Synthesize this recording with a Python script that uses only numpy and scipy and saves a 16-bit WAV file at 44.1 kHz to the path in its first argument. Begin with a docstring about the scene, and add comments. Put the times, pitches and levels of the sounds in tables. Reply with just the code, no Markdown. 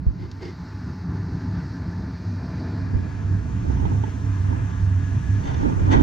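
"""Furnace blower beside a body-worn camera

Air roars in the ducts: shaped noise at two side ports and a centre port, with faint motor sines.
A low hum near 98 Hz is a sine with random pitch and level flicker; filtered noise hisses at the very top.
The wearer shifts: noise through resonances creaks, thuds, rattles and drags cloth; decaying sines knock and tap.
The camera fades the roar band by band from its side ports to the centre port and back.
"""
import sys
import numpy as np
from scipy import signal
from scipy.io import wavfile
from scipy.ndimage import uniform_filter1d

SR = 44100
rng = np.random.default_rng(int(sys.argv[2]) if len(sys.argv) > 2 else 0)


def output_pcm(signal):
    """Save a mono or channel-first signal as 16-bit PCM at the path in sys.argv[1].

    Samples are clipped to [-1, 1] before scaling.
    """
    pcm = np.clip(np.atleast_2d(signal).T, -1, 1) * 32767
    wavfile.write(sys.argv[1], SR, np.round(pcm).astype(np.int16))


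N = 265614
T = np.arange(N) / SR
HZ = np.maximum(np.fft.rfftfreq(N, 1 / SR), 1)


def undb(db):
    """Decibels to gain."""
    return 10 ** (np.asarray(db) / 20)


def columns(table, at, warp=lambda v: v):
    """Every column after the first, interpolated at the given places."""
    first, *rest = np.transpose(table)
    return np.array([np.interp(warp(at), warp(first), column) for column in rest])


def white():
    """Spectrum of a noise with 0 dB per Hz."""
    return np.fft.rfft(rng.standard_normal(N)) * np.sqrt(SR / 2)


def resonance(x, hz, width_hz):
    """Two-pole band-pass run twice, gain 1 at the centre."""
    b, a = signal.iirpeak(hz, hz / width_hz, SR)
    return signal.lfilter(b, a, signal.lfilter(b, a, x))


def bell(hz, centre_hz, width_hz):
    """Resonance-shaped weight, 1 at the centre and 0.5 at the edges of the width."""
    return 1 / (1 + (2 * (hz - centre_hz) / width_hz) ** 2)


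def unit(x):
    """Scale to rms 1."""
    return x / np.sqrt(np.mean(x ** 2))


def smooth_twice(x, k):
    """Two running means of k samples."""
    return uniform_filter1d(uniform_filter1d(x, k), k)


def grains(rate_hz, spread_db):
    """Noise whose level takes a new random step rate_hz times a second, like stick and slip."""
    k = int(SR / rate_hz)
    step_db = spread_db * np.minimum(rng.exponential(size=N // k + 1), 3)
    level = np.repeat(undb(step_db), k)[:N]
    return uniform_filter1d(level, k) * rng.standard_normal(N)


def swells(table, rise_db_s, fall_db_s):
    """Gain over time per level column of (start, hold, dB, ..) rows: rise until start, hold, fall."""
    start, hold, *db = np.transpose(table)
    before_s = np.maximum(start[:, None] - T, 0)
    after_s = np.maximum(T - (start + hold)[:, None], 0)
    return undb(db) @ undb(-rise_db_s * before_s - fall_db_s * after_s)


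def room(ripple_db, spacing_hz):
    """Basement reflections as fine spectral peaks and dips in dB, fading out below 500 Hz."""
    k = int(spacing_hz / HZ[-1] * len(HZ))
    ripple = smooth_twice(rng.standard_normal(len(HZ)), k)
    return ripple_db * unit(ripple) * np.clip(HZ / 500, 0, 1)


# Base air spectrum, side ports. Each row: frequency in Hz, left dB per Hz, right dB per Hz.
SIDE_AIR = [(25.3, -64.5, -80), (66.4, -46, -37.5), (83, -47.5, -43.5), (130, -47.5, -48.5),
            (205.3, -61, -53.5), (413, -74, -73.5), (583, -79.5, -74), (845, -80, -78.5),
            (1580, -79.5, -85), (2020, -82, -87), (2880, -86.5, -88), (4780, -91, -90.5), (6150, -86, -83),
            (7630, -94, -94), (11370, -110, -111)]
# Relation of the side ports. Each row: frequency in Hz, left lead in rad, likeness 0-1.
SIDE_PAIR = [(60, .01, 1), (127, .01, 0.97), (220, .01, 0.86), (420, 0.14, 0.54), (540, 2.17, 0.42),
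             (880, 1.87, 1), (1460, 1.18, 0.95), (2100, 0.93, 0.3), (2730, .2, 0.5), (4600, .5, 0.9),
             (6260, 2.06, 0.3), (7500, 2, 0.1), (10500, 2.4, .05)]
# Base air spectrum, centre port. Each row: frequency in Hz, dB per Hz.
CENTRE_AIR = [(25, -86.5), (70, -53), (130, -52.5), (220, -57), (420, -74.5), (560, -82), (850, -82.5),
              (1500, -82.5), (2100, -88.5), (3000, -100.5), (4600, -88.5), (6300, -99.2), (7500, -109.2),
              (10500, -127.9)]
# Duct and cabinet resonances. Each row: frequency in Hz, width in Hz, lift at sides in dB, at centre in dB.
DUCT = [(70, 14, 3, 1), (98, 20, 5, 5), (120, 14, -2, -4), (138, 12, 2, 2), (155, 12, -2, -4),
        (200, 16, -2, -4), (380, 20, 3, 5), (650, 80, 3, 4), (1168, 40, 4, 3), (1480, 60, 3, 3),
        (175, 11, 6, 11), (224, 14, -4, -11), (241, 10, 3, 8), (276, 16, 10, 10), (294, 14, 0, -5),
        (311, 12, 2, 8), (325, 8, 0, -4), (337, 14, 0, 5), (352, 12, 0, -6), (851, 12, 6, 13),
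        (565, 60, -11, -1), (1678, 32, 14, 2), (1715, 35, 6, 2), (1742, 36, -4, 8), (2180, 60, -4, 0),
        (1845, 40, 6, 2), (2070, 50, 4, 0), (2415, 35, 10, 3), (2392, 40, 0, 6), (3600, 500, 0, -4),
        (3920, 120, 0, 4)]
# Tones near mains multiples. Each row: frequency in Hz, level in dB over a 10 Hz slice of roar.
MOTOR = [(660, -8), (780, 3), (900.5, 11), (1020.5, 8.5), (1140, -4), (1622, 9.5)]


def roar():
    """Duct-coloured air noise plus motor sines at the left, right and centre port."""
    left_db, right_db = columns(SIDE_AIR, HZ, np.log)
    lead_rad, alike = columns(SIDE_PAIR, HZ, np.log)
    alike = np.clip(alike, 0, 1)
    side_db = sum(a * bell(HZ, f, w) for f, w, a, _ in DUCT)
    centre_db = sum(b * bell(HZ, f, w) for f, w, _, b in DUCT)

    phases = 2 * np.pi * rng.random(len(MOTOR))
    tones = sum(undb(db) * np.sin(2 * np.pi * f * T + phase) for (f, db), phase in zip(MOTOR, phases))
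    shared = white() + np.fft.rfft(np.sqrt(20) * tones)  # sqrt(20): sine power equals 10 Hz of noise at 0 dB
    shared *= undb(room(ripple_db=1.2, spacing_hz=25))

    ports = []
    for air_db, sign in ((left_db, 1), (right_db, -1)):
        common = np.sqrt(alike) * shared * np.exp(.5j * sign * lead_rad)
        ports.append(undb(air_db + side_db) * (common + np.sqrt(1 - alike) * white()))
    ports.append(undb(columns(CENTRE_AIR, HZ, np.log)[0] + centre_db) * shared)
    return np.fft.irfft(ports, N)


# Share of the side ports. Each row: time in seconds, bass 0-1, middle 0-1, treble 0-1.
SIDE_SHARE = [(0, .6, .6, .15), (.2, .3, .4, .06), (.5, .1, .3, 0), (.6, .08, 0, 0), (.88, .04, 0, 0),
              (.92, 0, 0, 0), (2.76, 0, 0, 0), (2.83, .8, .5, .03), (3.0, 1, .7, .35), (3.3, 1, .8, .55),
              (3.7, 1, 1, 1), (6.02, 1, 1, 1)]
# Band corners in Hz: bass up to, middle from, middle up to, treble from.
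SHARE_HZ = [110, 170, 2200, 3000]
# Roar level. Each row: time in seconds, rumble, body, rush and hiss in dB.
ROAR_DB = [(0, -5, -2.5, -7.5, -11), (.35, -12, -9.5, -2.5, -3), (.7, -4.5, -6, 2, 0.5),
           (1.1, -0.5, 1, 2, -1.5), (1.6, 1.5, -0.5, 3, 1), (2.1, 0.5, -1.5, 1, -0.5),
           (2.6, -3.5, 0.5, 3, 2), (3.0, -11.5, 2, 2, -1.5), (3.4, -2, 0.5, 1.5, -5.5),
           (3.8, -2.5, 4, 3.5, -5), (4.2, -7, 0.5, 2.5, -4.5), (4.6, -3.5, -1.5, 5, -4.5),
           (5.0, -2.5, 0, 3, -5), (5.4, -0.5, 1.5, 2, -3), (5.7, -4, 0.5, 7.5, -3.5), (6.02, 0, 10, 5, -2)]
# Centres in Hz of the four roar bands.
ROAR_HZ = [60, 260, 1300, 4500]
# Narrow bands of the roar that swell and fade. Each row: time in seconds, level of each band in dB.
NARROW_DB = [(0, -5, -4.5, 1.5), (1.0, -3.5, -6.5, -4), (1.9, 3, -3.5, -1), (2.3, -3, 5, 4.5),
             (3.2, 3, 3, 2), (3.6, -5, -4.5, -3), (4.1, -3, -1, 3.5), (4.4, -2, -0.5, -1.5),
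             (4.9, -1, -6, 1), (5.35, 4, 1.5, 0), (5.5, -6.5, -1.5, 5), (6.02, -3, 0, -17)]
# Their places. Each row: frequency in Hz, width in Hz.
NARROW_HZ = [(1690, 110), (2415, 60), (610, 160)]


def blend(ports, flicker_db):
    """Fades between side and centre ports per band; broad and narrow bands and random flicker set the level."""
    hz, s, spectra = signal.stft(ports, SR, nperseg=1024)

    def spread(bands_hz):
        return np.array([np.interp(np.log(hz + 1), np.log(bands_hz), row) for row in np.eye(4)]).T

    share = spread(SHARE_HZ) @ columns(SIDE_SHARE, s)[[0, 1, 1, 2]]
    flicker = rng.standard_normal(spectra[0].shape)
    flicker = uniform_filter1d(flicker, size=40, axis=0)
    flicker = unit(uniform_filter1d(flicker, size=6, axis=1))
    narrow = np.array([bell(hz, f, w) for f, w in NARROW_HZ]).T
    level_db = spread(ROAR_HZ) @ columns(ROAR_DB, s) + narrow @ columns(NARROW_DB, s)
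    gain = undb(level_db + flicker_db * flicker)
    mixed = share * spectra[:2] + (1 - share) * spectra[2]
    return signal.istft(gain * mixed, SR, nperseg=1024)[1][:, :N]


# Hand-set hum level before flicker and pan. Each row: time in seconds, rms level in dB.
HUM_DB = [(0, -78), (.47, -37.5), (.9, -51), (1.5, -34.5), (2.03, -59), (2.2, -32), (2.86, -35.5),
          (2.97, -21), (3.12, -43.5), (3.33, -15.5), (3.41, -29.5), (3.52, -26), (3.6, -52), (3.98, -21),
          (4.12, -37.5), (4.27, -22.5), (4.66, -20.5), (4.71, -36.5), (4.84, -18), (5.05, -25.5),
          (5.15, -24), (5.25, -32.5), (5.3, -18.5), (5.38, -17.5), (5.46, -42), (5.55, -33), (5.62, -24),
          (5.73, -29), (5.93, -18.5), (5.97, -45), (6.02, -23)]
HUM_HZ, HUM_WANDER_HZ, HUM_WANDER_PER_S = 97.9, 3, 12
HUM_FLICKER_DB, HUM_PAN_DB = 2.2, -3.5  # pan: left over right with the side ports open


def hum():
    """Low hum near 98 Hz: a sine with random pitch and level flicker over a hand-set level curve."""
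    k = int(SR / HUM_WANDER_PER_S)
    bend, flicker = (unit(smooth_twice(rng.standard_normal(N), k)) for _ in range(2))
    pan_db = HUM_PAN_DB * columns(SIDE_SHARE, T)[0]
    db = columns(HUM_DB, T)[0] + HUM_FLICKER_DB * flicker + np.array([pan_db, -pan_db]) / 2
    phase = 2 * np.pi * np.cumsum(HUM_HZ + HUM_WANDER_HZ * bend) / SR
    return np.sqrt(2) * undb(db) * np.sin(phase)


# Hiss spectrum with the side ports closed. Each row: frequency in Hz, dB per Hz.
HISS = [(9000, -134), (11300, -128), (12300, -113), (13500, -114), (15500, -121)]


def hiss(sides_db=-17):
    """Electronic noise at the very top, unrelated left and right; weaker with the side ports open."""
    level = undb(columns(HISS, HZ, np.log)[0])
    noise = np.fft.irfft([level * white() for _ in range(2)], N)
    return undb(sides_db * columns(SIDE_SHARE, T)[2]) * noise


def muffle(x, edge_hz=7000):
    """Low-pass: the housing lets little treble through."""
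    return signal.sosfilt(signal.butter(6, edge_hz, fs=SR, output="sos"), x)


# Soft blows. Each row: start in seconds, frequency in Hz, level in dB, t60 in seconds,
# left over right in dB, right lead in rad.
BUMPS = [(0.066, 56, -1, 0.13, -5.5, 1.75), (0.231, 339, -30.5, 0.089, -5, 0.12),
         (.25, 380, -36, 0.077, 0, 0.46), (.44, 336, -29, .1, -1, 0.22), (.457, 430, -34, 0.064, -3, 0)]
BUMP_RISE_S = .0038


def bumps():
    """Each soft blow on the housing rings one decaying sine, unlike in level and phase at the two ports."""
    out = np.zeros((2, N))
    for start_s, hz, db, t60, pan_db, lead_rad in BUMPS:
        t = np.maximum(T - start_s, 0)
        decay = undb(db + np.array([[pan_db], [0]]) - 60 * t / t60)
        ring = np.sin(2 * np.pi * hz * t + np.array([[0], [lead_rad]]))
        out += decay * np.minimum(t / BUMP_RISE_S, 1) * ring
    return out


# Wearer's shifts. 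Each row: start of hold in seconds, hold in seconds, thud, case boom and rattle in dB.
SHIFTS = [(.07, 0.0079, -41, -44.5, -58), (.22, 0.012, -37, -51, -49), (.45, 0.009, -43, -54, -49),
          (2.94, 0.031, -27.5, -37, -69.5), (3.2, 0.17, -39.5, -58.5, -71.5),
          (3.65, 0.033, -28.5, -35, -42), (3.83, 0.12, -28, -35, -40), (4.5, 0.044, -33, -32, -36.5),
          (4.82, .01, -33.5, -51, -59), (5.27, 0.12, -37, -47.5, -56.5), (5.46, 0.048, -31, -46, -34),
          (5.62, 0.077, -25.5, -23, -33.5), (5.8, 0.041, -21, -36, -41), (5.93, 0.032, -24.5, -20, -21.5),
          (5.99, 0.02, -23, -22, -38)]
SHIFT_RISE_DB_S, SHIFT_FALL_DB_S = 228.5, 161
# Case modes. Each row: frequency in Hz, relative level in dB, t60 in seconds.
CASE = [(265.7, 10.5, 0.027), (364, 2.5, 0.039), (760, -14, 0.019), (884, 5, 0.038), (1460, -11.5, 0.021),
        (1970, -15.5, 0.041), (3160, -16, 0.035), (3580, -21, 0.035)]
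# Loose parts of the mount. Each row: frequency in Hz, width in Hz, relative level in dB.
RATTLE = [(427, 220, 4.5), (870, 160, 7), (1470, 260, -4), (1970, 500, -12.5)]
THUD_HZ, THUD_WIDTH_HZ, THUD_REST_DB = 48, 100, -71  # rest: floor added to the thud swells
BOOM_WIDTH_HZ = 100


def mount():
    """Creaks and taps flex the case, driving the ports in opposition; thuds are unrelated at each port."""
    thud, flex, shake = swells(SHIFTS, SHIFT_RISE_DB_S, SHIFT_FALL_DB_S)
    slips = grains(90, 3.0)
    boom = flex * unit(resonance(slips, CASE[0][0], BOOM_WIDTH_HZ))
    rattle = shake * unit(sum(undb(db) * resonance(slips, f, w) for f, w, db in RATTLE))
    thuds = [unit(resonance(rng.standard_normal(N), THUD_HZ, THUD_WIDTH_HZ)) for _ in range(2)]
    thuds = (thud + undb(THUD_REST_DB)) * undb([[-1.7], [3.3]]) * thuds
    flexing = np.outer([undb(-9.0), -undb(3.5)], boom + taps())
    sides_open = np.minimum(10 * columns(SIDE_SHARE, T)[0], 1)
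    return sides_open * (flexing + np.outer([1, -1], rattle) + thuds)


# Cloth drags. Each row: start of hold in seconds, hold in seconds, scrape in dB, swish in dB.
DRAGS = [(.2, 0.063, -59.5, -57.5), (.415, 0.019, -54.5, -55), (.44, 0.067, -55, -52),
         (5.44, 0.03, -55, -49.5), (5.478, 0.033, -47.5, -47), (5.545, 0.027, -54, -50),
         (5.62, 0.0064, -50.5, -51), (5.908, 0.0095, -53, -47), (5.923, 0.0036, -39.5, -38),
         (5.933, 0.0051, -35, -42), (5.958, 0.026, -47, -51), (6.005, 0.013, -47, -47)]
DRAG_RISE_DB_S, DRAG_FALL_DB_S = 1299, 454
# Bands the cloth excites. Each row: frequency in Hz, width in Hz, side-port dB, centre-port dB.
CLOTH = [(340, 115, 6.5, 14), (870, 400, 3.5, 2.5), (1566, 370, 2, -1), (1880, 220, -1, -2),
         (2094, 85, -13, -0.5), (2960, 550, -5.5, -8.5), (3533, 120, -8, -12), (4540, 140, -16.5, -15),
         (4830, 1370, -12, -3.5), (5970, 630, -10, -25), (10000, 14000, -33, -27)]
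FIBRE_HZ = 2600  # bands above follow the swish, others the scrape
SIDES_FROM_S = 2.76  # side-port levels apply after this, centre-port levels before


def cloth(side_gain=0.57):
    """Stick-slip noise through bands: fabric on the housing, unlike at the ports as far as they are open."""
    scrape, swish = swells(DRAGS, DRAG_RISE_DB_S, DRAG_FALL_DB_S)

    def rub():
        fibres = grains(150, 3.0)
        out = np.zeros(N)
        for f, w, sides_db, centre_db in CLOTH:
            drag = swish if f > FIBRE_HZ else scrape
            colour = undb(np.where(T > SIDES_FROM_S, sides_db, centre_db))
            out += drag * colour * unit(resonance(fibres, f, w))
        return out

    mid, side = rub(), rub()
    return mid + side_gain * columns(SIDE_SHARE, T)[1] * np.outer([1, -1], side)


# Small ticks. Each row: start in seconds, level in dB.
TICKS = [(.314, -42.5)]
TICK_HZ, TICK_WIDTH_HZ, TICK_T60_S = 4500, 3400, .03


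def ticks():
    """Decaying band noise with a sudden start, the same at both ports."""
    out = np.zeros(N)
    for start_s, db in TICKS:
        t = np.maximum(T - start_s, 0)
        noise = unit(resonance(rng.standard_normal(N), TICK_HZ, TICK_WIDTH_HZ))
        out += undb(db - 60 * t / TICK_T60_S) * (t > 0) * noise
    return out


# Taps on the case. Each row: start in seconds, level in dB, brightness in dB per octave.
TAPS = [(3.68, -37, 3), (3.699, -28.5, -4), (3.769, -28.5, -0.5), (3.797, -31, 3), (3.823, -31, 0),
        (3.842, -31, -1), (3.852, -21, -0.5), (3.917, -27.5, -4), (3.948, -33, 0), (4.036, -21, 0),
        (4.08, -33.5, -6), (4.526, -28.5, -1.5), (5.546, -40, 6), (5.629, -25, -3), (5.696, -27, -1),
        (5.922, -23, 3), (5.932, -31, 12), (5.942, -33, 1), (5.947, -30, -12.5), (5.957, -31, 7),
        (5.966, -26, 5.5), (5.996, -30, 7)]
TAP_RISE_S, TAP_DETUNE = .0018, .025  # detune: standard deviation, fraction of frequency


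def taps():
    """Each tap rings the case modes as decaying sines, slightly detuned; harder contact is brighter."""
    out, t = np.zeros(N + SR), T[:SR // 8]
    rise = (1 - np.exp(-t / TAP_RISE_S)) ** 2
    for start_s, db, tilt_db in TAPS:
        ring = np.zeros(len(t))
        for f, mode_db, t60 in CASE:
            mode_hz = f * (1 + TAP_DETUNE * rng.standard_normal())
            bright_db = tilt_db * np.log2(f / CASE[3][0])
            ring += undb(mode_db + bright_db - 60 * t / t60) * np.sin(2 * np.pi * mode_hz * t)
        first = int(start_s * SR)
        out[first:first + len(t)] += undb(db) * rise * ring
    return out[:N]


def scene():
    """All sources at the camera."""
    air = blend(roar(), flicker_db=1.06)
    return air + hum() + hiss() + muffle(bumps() + mount() + ticks()) + cloth()


CEILING, TOP_HZ = 0.82, 15700


def record(dry):
    """The camera rounds the loudest peaks and cuts the top."""
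    rounded = CEILING * np.tanh(dry / CEILING)
    return signal.sosfilt(signal.ellip(8, .2, 70, TOP_HZ, fs=SR, output="sos"), rounded)


dry = scene()
out = record(dry)
output_pcm(out)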